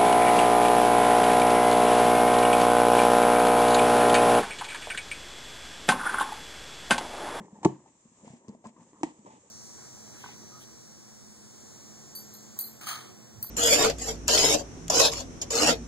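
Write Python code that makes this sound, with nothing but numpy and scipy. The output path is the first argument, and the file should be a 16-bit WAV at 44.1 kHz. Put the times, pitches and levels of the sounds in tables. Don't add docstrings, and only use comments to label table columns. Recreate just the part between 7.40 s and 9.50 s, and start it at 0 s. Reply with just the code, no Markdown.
import sys
import numpy as np
from scipy import signal
from scipy.fft import rfft, irfft
from scipy.io import wavfile
from scipy.ndimage import uniform_filter1d, map_coordinates

SR = 44100
rng = np.random.default_rng(int(sys.argv[2]) if len(sys.argv) > 2 else 0)


def ratio_of_db(decibels):
    return 10 ** (np.asarray(decibels, float) / 20)


def master_out(mix):
    frames = np.transpose(np.atleast_2d(mix))
    ceiling = np.clip(frames, -1, 1)
    pcm = np.round(ceiling * 32767).astype(np.int16)
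    wavfile.write(sys.argv[1], SR, pcm)


N = 92610


def level(x, db):
    return x * ratio_of_db(db) / np.sqrt(np.mean(x ** 2))


def curve(table, axis=1):
    return np.interp(np.arange(N) / SR, np.array(table)[:, 0], np.array(table)[:, axis])


def colour(x, table):
    hz, db = np.array(table).T
    log_f = np.log(np.fft.rfftfreq(N, 1 / SR) + 1)
    gain_db = np.interp(log_f, np.log(hz), db, left=-60)
    return irfft(rfft(x) * ratio_of_db(gain_db), N)


def highpass(x, order, hz):
    return signal.lfilter(*signal.butter(order, hz, "high", fs=SR), x)


def band(x, hz, width_hz):
    return signal.lfilter(*signal.iirpeak(hz, hz / width_hz, fs=SR), x)


def double_band(x, hz, width_hz):
    return band(band(x, hz, width_hz), hz, width_hz)


def ring(x, hz, t60):
    pole = np.exp((2j * np.pi * hz - np.log(1000) / t60) / SR)
    return signal.lfilter([1], [1, -pole], x).imag


def walk(rate):
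    k = int(SR / rate)
    smooth = uniform_filter1d(rng.standard_normal(N), k)
    return level(uniform_filter1d(smooth, k), 0)


def fall(s, db, ms):
    t = np.arange(N) / SR - s
    return ratio_of_db(db) * (t >= 0) * np.exp(-np.abs(t) * 1000 / ms)


def rumble():
    hum = double_band(rng.standard_normal(N), 44.0, 80.0)
    return level(hum * ratio_of_db(4.0 * walk(4.0)), -98)


# [t/s, level/dB]
HISS_GAIN = [(0.0, -70), (0.39, -70.5), (0.75, -68), (0.88, -65.5), (1.08, -73.5), (1.2, -75.5),
             (1.33, -75), (1.43, -68.5), (2.1, -68)]
# [f/Hz, level/dB per Hz]
HISS_SPECTRUM = [(24, -42.5), (40, -16.5), (204, -7.5), (761, -25), (1040, -13), (1610, -22), (4770, -29),
                 (7330, -10.5), (8990, -24.5), (11700, -32.5), (19800, -120)]


def phone_hiss():
    mid, side = (colour(rng.standard_normal(N), HISS_SPECTRUM) for _ in range(2))
    side = 1.06 * highpass(side, 1, 1200)
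    treble = signal.sosfilt(signal.butter(4, [6000, 8500], "band", fs=SR, output="sos"), mid)
    gain_db = curve(HISS_GAIN) + 5.5 - 6.0 + 0.93 * walk(36)
    return np.array([mid + side, mid - side]) / np.std(treble) * ratio_of_db(gain_db)


# [f/Hz, level/dB]
ROOM_SPECTRUM = [(60, -14), (140, -2), (220, -2.5), (330, -4), (620, -12), (950, -7), (1500, -11.5),
                 (9000, -7)]


def room(x):
    ROOM_DB, T60_S, ONSET_S = -11.5, 0.23, 0.0019
    t = np.arange(N) / SR
    decay = ratio_of_db(-60 * t / T60_S) * np.clip(t / ONSET_S, 0, 1)
    mid, side = (colour(n, ROOM_SPECTRUM) * decay for n in rng.standard_normal((2, N)))
    side = 0.083 * side + highpass(side, 1, 900)
    tails = np.array([mid + side, mid - side])[:, :SR // 2]
    tails = tails / np.sqrt(np.sum(tails ** 2) / 2)
    return signal.fftconvolve(x[None], tails, axes=1)[:, :N] * ratio_of_db(ROOM_DB)


# [f/Hz, level/dB]
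CRACK_SPECTRUM = [(800, -0.5), (2000, 6.5), (3200, 0.5), (4000, -3), (5200, -3), (7100, 3.5), (8300, 0),
                  (9300, -25.5)]


def crack_hiss():
    both, left, right = (level(colour(n, CRACK_SPECTRUM), 0) for n in rng.standard_normal((3, N)))
    return level(both + np.array([left, right]), 0)


def slips(per_s, spread_db):
    chance, sign, size = rng.random((3, N))
    clicks = (chance < per_s / SR) * np.sign(sign - 0.5)
    return level(clicks * ratio_of_db(-spread_db * np.log(size + 0.01)), 0)


# [f/Hz, width/Hz, level/dB]
PANEL_MODES = [(139.7, 68, -2), (212.6, 106.5, -1.5), (319, 89, 0), (539, 160, -7.5), (760, 250, -14.5),
               (950, 120, -5), (1190, 180, -25), (1800, 400, -20.5)]


def panels(x):
    out = 0
    for k, (hz, width_hz, db) in enumerate(PANEL_MODES):
        out = out + (-1) ** k * ratio_of_db(db) * double_band(x, hz, 2 * width_hz)
    return out


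# [t/s, level/dB]
HAND_PRESSURE = [(0.0, -51), (0.18, -62), (0.26, -49), (0.49, -69.5), (0.72, -69), (0.85, -60.5),
                 (1.03, -64), (1.37, -66.5), (1.77, -60), (1.98, -63.5), (2.1, -77)]


def rustle():
    walls = level(panels(slips(1200, 2.2)), 0)
    return walls * ratio_of_db(curve(HAND_PRESSURE) - 0.15 + 2.0 * walk(26))


# [t/s, length/s, level/dB, centre f/Hz, hiss level/dB]
EDGE_SCRAPES = [(0.228, 0.03, -47, 800, -52), (0, 0.095, -71, 1850, -79), (0.375, 0.03, -58, 950, -80),
                (0.47, 0.03, -75, 2000, -72), (0.96, 0.05, -75, 1500, -70), (0.149, 0.046, -54.5, 885, -74),
                (1.248, 0.033, -43.5, 980, -84), (0.267, 0.12, -55, 950, -64.5),
                (0.849, 0.13, -59.5, 693, -60.5), (1.092, 0.072, -55, 406, -70.5),
                (1.238, 0.078, -56, 679, -59.5), (1.36, 0.045, -57, 1000, -74),
                (1.397, 0.05, -56, 950, -72.5), (1.535, 0.22, -60, 996, -89.5),
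                (1.642, 0.09, -56, 900, -57), (1.857, 0.051, -48.5, 950, -62), (1.899, 0.1, -57, 887, -62),
                (2.032, 0.053, -59.5, 454, -89), (2.044, 0.085, -69.5, 820, -89),
                (0.454, 0.049, -58.5, 900, -78)]


def scrapes(hiss):
    ATTACK_S, RELEASE_SHARE, FADE_DB, WIDTH_SHARE = 0.0076, 0.24, -8, 0.26
    t, out = np.arange(N) / SR, 0
    grit = slips(2500, 2.2)
    body = level(panels(grit), 0)
    for s, length, db, hz, hiss_db in EDGE_SCRAPES:
        rise = (t - s) / ATTACK_S
        release = (s + length - t) / (RELEASE_SHARE * length)
        fade = ratio_of_db(FADE_DB * np.clip((t - s) / length, 0, 1))
        shape = np.clip(np.minimum(rise, release), 0, 1) * fade
        edge = level(double_band(grit, hz, WIDTH_SHARE * hz), 0)
        out = out + shape * (ratio_of_db(db) * (edge + 0.7 * body) + ratio_of_db(hiss_db) * hiss)
    return out


# [t/s, peak level/dB, ring f/Hz, crack level/dB]
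BOX_TAPS = [(0.003, -35.5, 188, -62.5), (0.004, -39.5, 369, -64), (0.032, -43.5, 399, -62),
            (0.056, -50, 390, -74), (0.07, -49, 376, -62), (0.083, -47, 300, -62), (0.066, -48, 400, -70),
            (0.127, -39, 200, -65), (0.282, -35, 340, -80), (0.318, -40, 330, -80),
            (0.167, -47, 385, -71), (0.187, -45, 305, -71), (0.176, -48, 210, -68),
            (0.216, -49, 285, -71.5), (0.416, -51, 322, -81), (0.469, -53, 375, -81),
            (0.505, -50.5, 269, -80), (0.355, -42.5, 280, -82.5), (0.385, -51.5, 200.4, -78.5),
            (0.716, -50, 230, -80), (0.653, -46, 217.7, -71), (0.833, -42, 212, -64),
            (0.846, -38.5, 523, -48), (0.871, -36, 239.4, -52), (0.878, -37, 938, -49),
            (0.901, -40, 142.2, -55.5), (0.934, -35, 237, -52), (1.082, -38, 176.7, -41.5),
            (1.091, -32, 194.8, -46), (1.147, -41, 232, -66.5), (1.26, -35, 227, -56.5),
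            (1.269, -43, 225, -61.5), (1.292, -47, 248, -58), (1.385, -55, 514, -70),
            (1.392, -49, 163.7, -65.5), (1.412, -43, 232.5, -59.5), (1.531, -41.5, 298, -57.5),
            (1.611, -35.5, 300, -48), (1.791, -44.5, 218, -51), (1.849, -39, 300, -48),
            (1.905, -50, 200, -65), (1.866, -40.5, 578, -52.5), (1.876, -37.5, 567, -58),
            (1.934, -45, 245, -66), (1.666, -42, 360, -70),
            (.004, -38.5, 800, -62), (.034, -47, 950, -65), (.056, -49, 1000, -60),
              (0.056, -52.5, 1800, -59), (0.082, -41, 910, -68), (0.188, -42, 820, -65),
              (0.175, -47, 880, -63.5), (0.461, -46, 950, -60), (0.486, -55, 900, -62),
              (0.968, -50, 7300, -60), (0.968, -54, 800, -70), (1.091, -48, 4900, -60),
              (0.038, -56, 1850, -75), (1.082, -40.5, 391, -53), (1.094, -40.5, 435, -53),
              (1.149, -40, 632, -52), (1.083, -41.5, 1052, -60), (1.242, -38, 680, -62),
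              (1.249, -39, 749, -57), (1.254, -30.5, 970, -60), (1.257, -35, 980, -54.5),
              (1.269, -56, 570, -38.5), (1.532, -47, 980, -62), (1.532, -51.5, 1920, -64),
              (1.864, -36, 980, -60), (1.871, -44.5, 1062, -56), (1.921, -46, 850, -58),
              (1.937, -47.5, 620, -57)]
# [t/s, peak level/dB, edge f/Hz, crack level/dB]
FIRST_SLIPS = [
    (.2309, -29, 870, -38),
    (.2312, -42, 2300, -60),
    (.2338, -34, 290, -62),
    (.2345, -29, 935, -47),
]


def taps(hiss):
    RING_CYCLES, TAP_DB, NEIGHBOURS_DB = 13.4, -8, -6
    CRACK_DB, CRACK_MS = -7.5, 2.7
    out, kicks, crack = 0, 0, 0
    for s, db, hz, crack_db in [*BOX_TAPS, *FIRST_SLIPS]:
        kick = np.zeros(N)
        kick[int(s * SR)] = ratio_of_db(db + TAP_DB)
        soft = band(kick, hz, hz)
        kicks = kicks + soft * SR / hz
        out = out + 2 * ring(soft, hz, RING_CYCLES / hz)
        crack = crack + fall(s, crack_db + CRACK_DB, CRACK_MS)
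    thin_hiss = highpass(hiss, 2, 4000)
    return out + panels(kicks) * ratio_of_db(NEIGHBOURS_DB) + crack * thin_hiss


# [t/s, level/dB, contact/ms, crack level/dB, direction]
FIRST_POP = [
    (.2478, -31.5, 0.056, -26, 1),
    (.2500, -25.5, 0.29, -30.5, 1),
    (.2526, -17, 0.32, -46, -1),
    (.2551, -14.5, 0.66, -48, -1),
    (.2567, -6, 0.71, -50, 1),
    (.2601, -15, 0.35, -48.5, 1),
    (.2627, -8.5, 0.62, -55, 1),
]
# [t/s, level/dB, contact/ms, crack level/dB, direction]
SECOND_POP = [
    (1.6325, -22.5, 0.14, -28.5, 1),
    (1.6350, -15.5, 0.38, -68, 1),
    (1.6425, -62.5, 0.66, -42, 1),
]
# [f/Hz, level/dB, t60/s]
SHUT_BOX = [(135, -28.5, 0.25), (159, -11, 0.022), (326.1, -26, 0.12), (340, -5, 0.0062),
            (406, -7.5, 0.043), (899, -30.5, 0.23), (1100, -33.5, 0.16), (700, -18.5, 0.028),
            (900, 3.5, 0.015), (1090, 2, 0.013), (1270, -42.5, 0.019), (1720, -20, 0.025),
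            (2140, -35, 0.017)]
# [f/Hz, level/dB, t60/s]
OPEN_BOX = [(158, -17.5, 0.16), (312.7, -3.5, 0.043), (667, -22.5, 0.088), (800, -5, 0.011),
            (951, -2.5, 0.033), (1787, -37, 0.035), (1940, -6.5, 0.035), (3200, -16, .015),
            (4700, -22, .01)]


def pop(strikes, modes, hiss, bass_hz):
    t, push, crack = np.arange(N) / SR, 0, 0
    for s, db, ms, crack_db, way in strikes:
        width = max(ms, 0.05) * SR / 1000
        pulse = np.exp(-((t - s) * SR / width) ** 2) / width
        push = push + np.sign(way) * ratio_of_db(db) * pulse
        crack = crack + fall(s, crack_db, 2.45)
    body = sum(ratio_of_db(db) * ring(push, hz, t60) for hz, db, t60 in modes)
    thud = ratio_of_db(-47) * ring(push, 30.2, 0.12)
    return highpass(body, 3, bass_hz) + crack * hiss + thud


# [t/s, lag of the left port/samples, left over right level/dB]
HAND_PLACE = [(0, 4.5, 1.1), (.2, 5.5, 1), (.26, 4, 0.36), (.5, -6.5, 2.5), (.9, -7.5, 1), (1.2, -8, 1),
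              (1.4, -4, 3), (1.6, 8, 0), (1.9, 14, 0.8), (2.1, 11.5, -1.5)]


def two_ports(box):
    half_lag = curve(HAND_PLACE) / 2
    half_db = curve(HAND_PLACE, axis=2) / 2
    ports = []
    for port, way in zip(box, (1, -1)):
        moved = map_coordinates(port, [np.arange(N) - way * half_lag], mode="mirror")
        ports.append(moved * ratio_of_db(way * half_db))
    return np.array(ports)


def scene():
    hiss = crack_hiss()
    box = rustle() + scrapes(hiss) + taps(hiss)
    box = box + pop(FIRST_POP, SHUT_BOX, hiss, 150.0) + pop(SECOND_POP, OPEN_BOX, hiss, 230.0)
    return two_ports(box) + room(box.mean(axis=0)) + phone_hiss() + rumble()


def top_cut(x):
    return signal.sosfilt(signal.butter(12, 9140, fs=SR, output="sos"), x)


def record(dry):
    x = signal.sosfilt(signal.butter(1, 25, "high", fs=SR, output="sos"), dry)
    x = x - 0.55 * band(x, 1440, 320)
    x = signal.sosfilt(signal.ellip(10, 0.3, 60, 8590, fs=SR, output="sos"), x)
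    return top_cut(x)


dry = scene()
out = record(dry)
master_out(out)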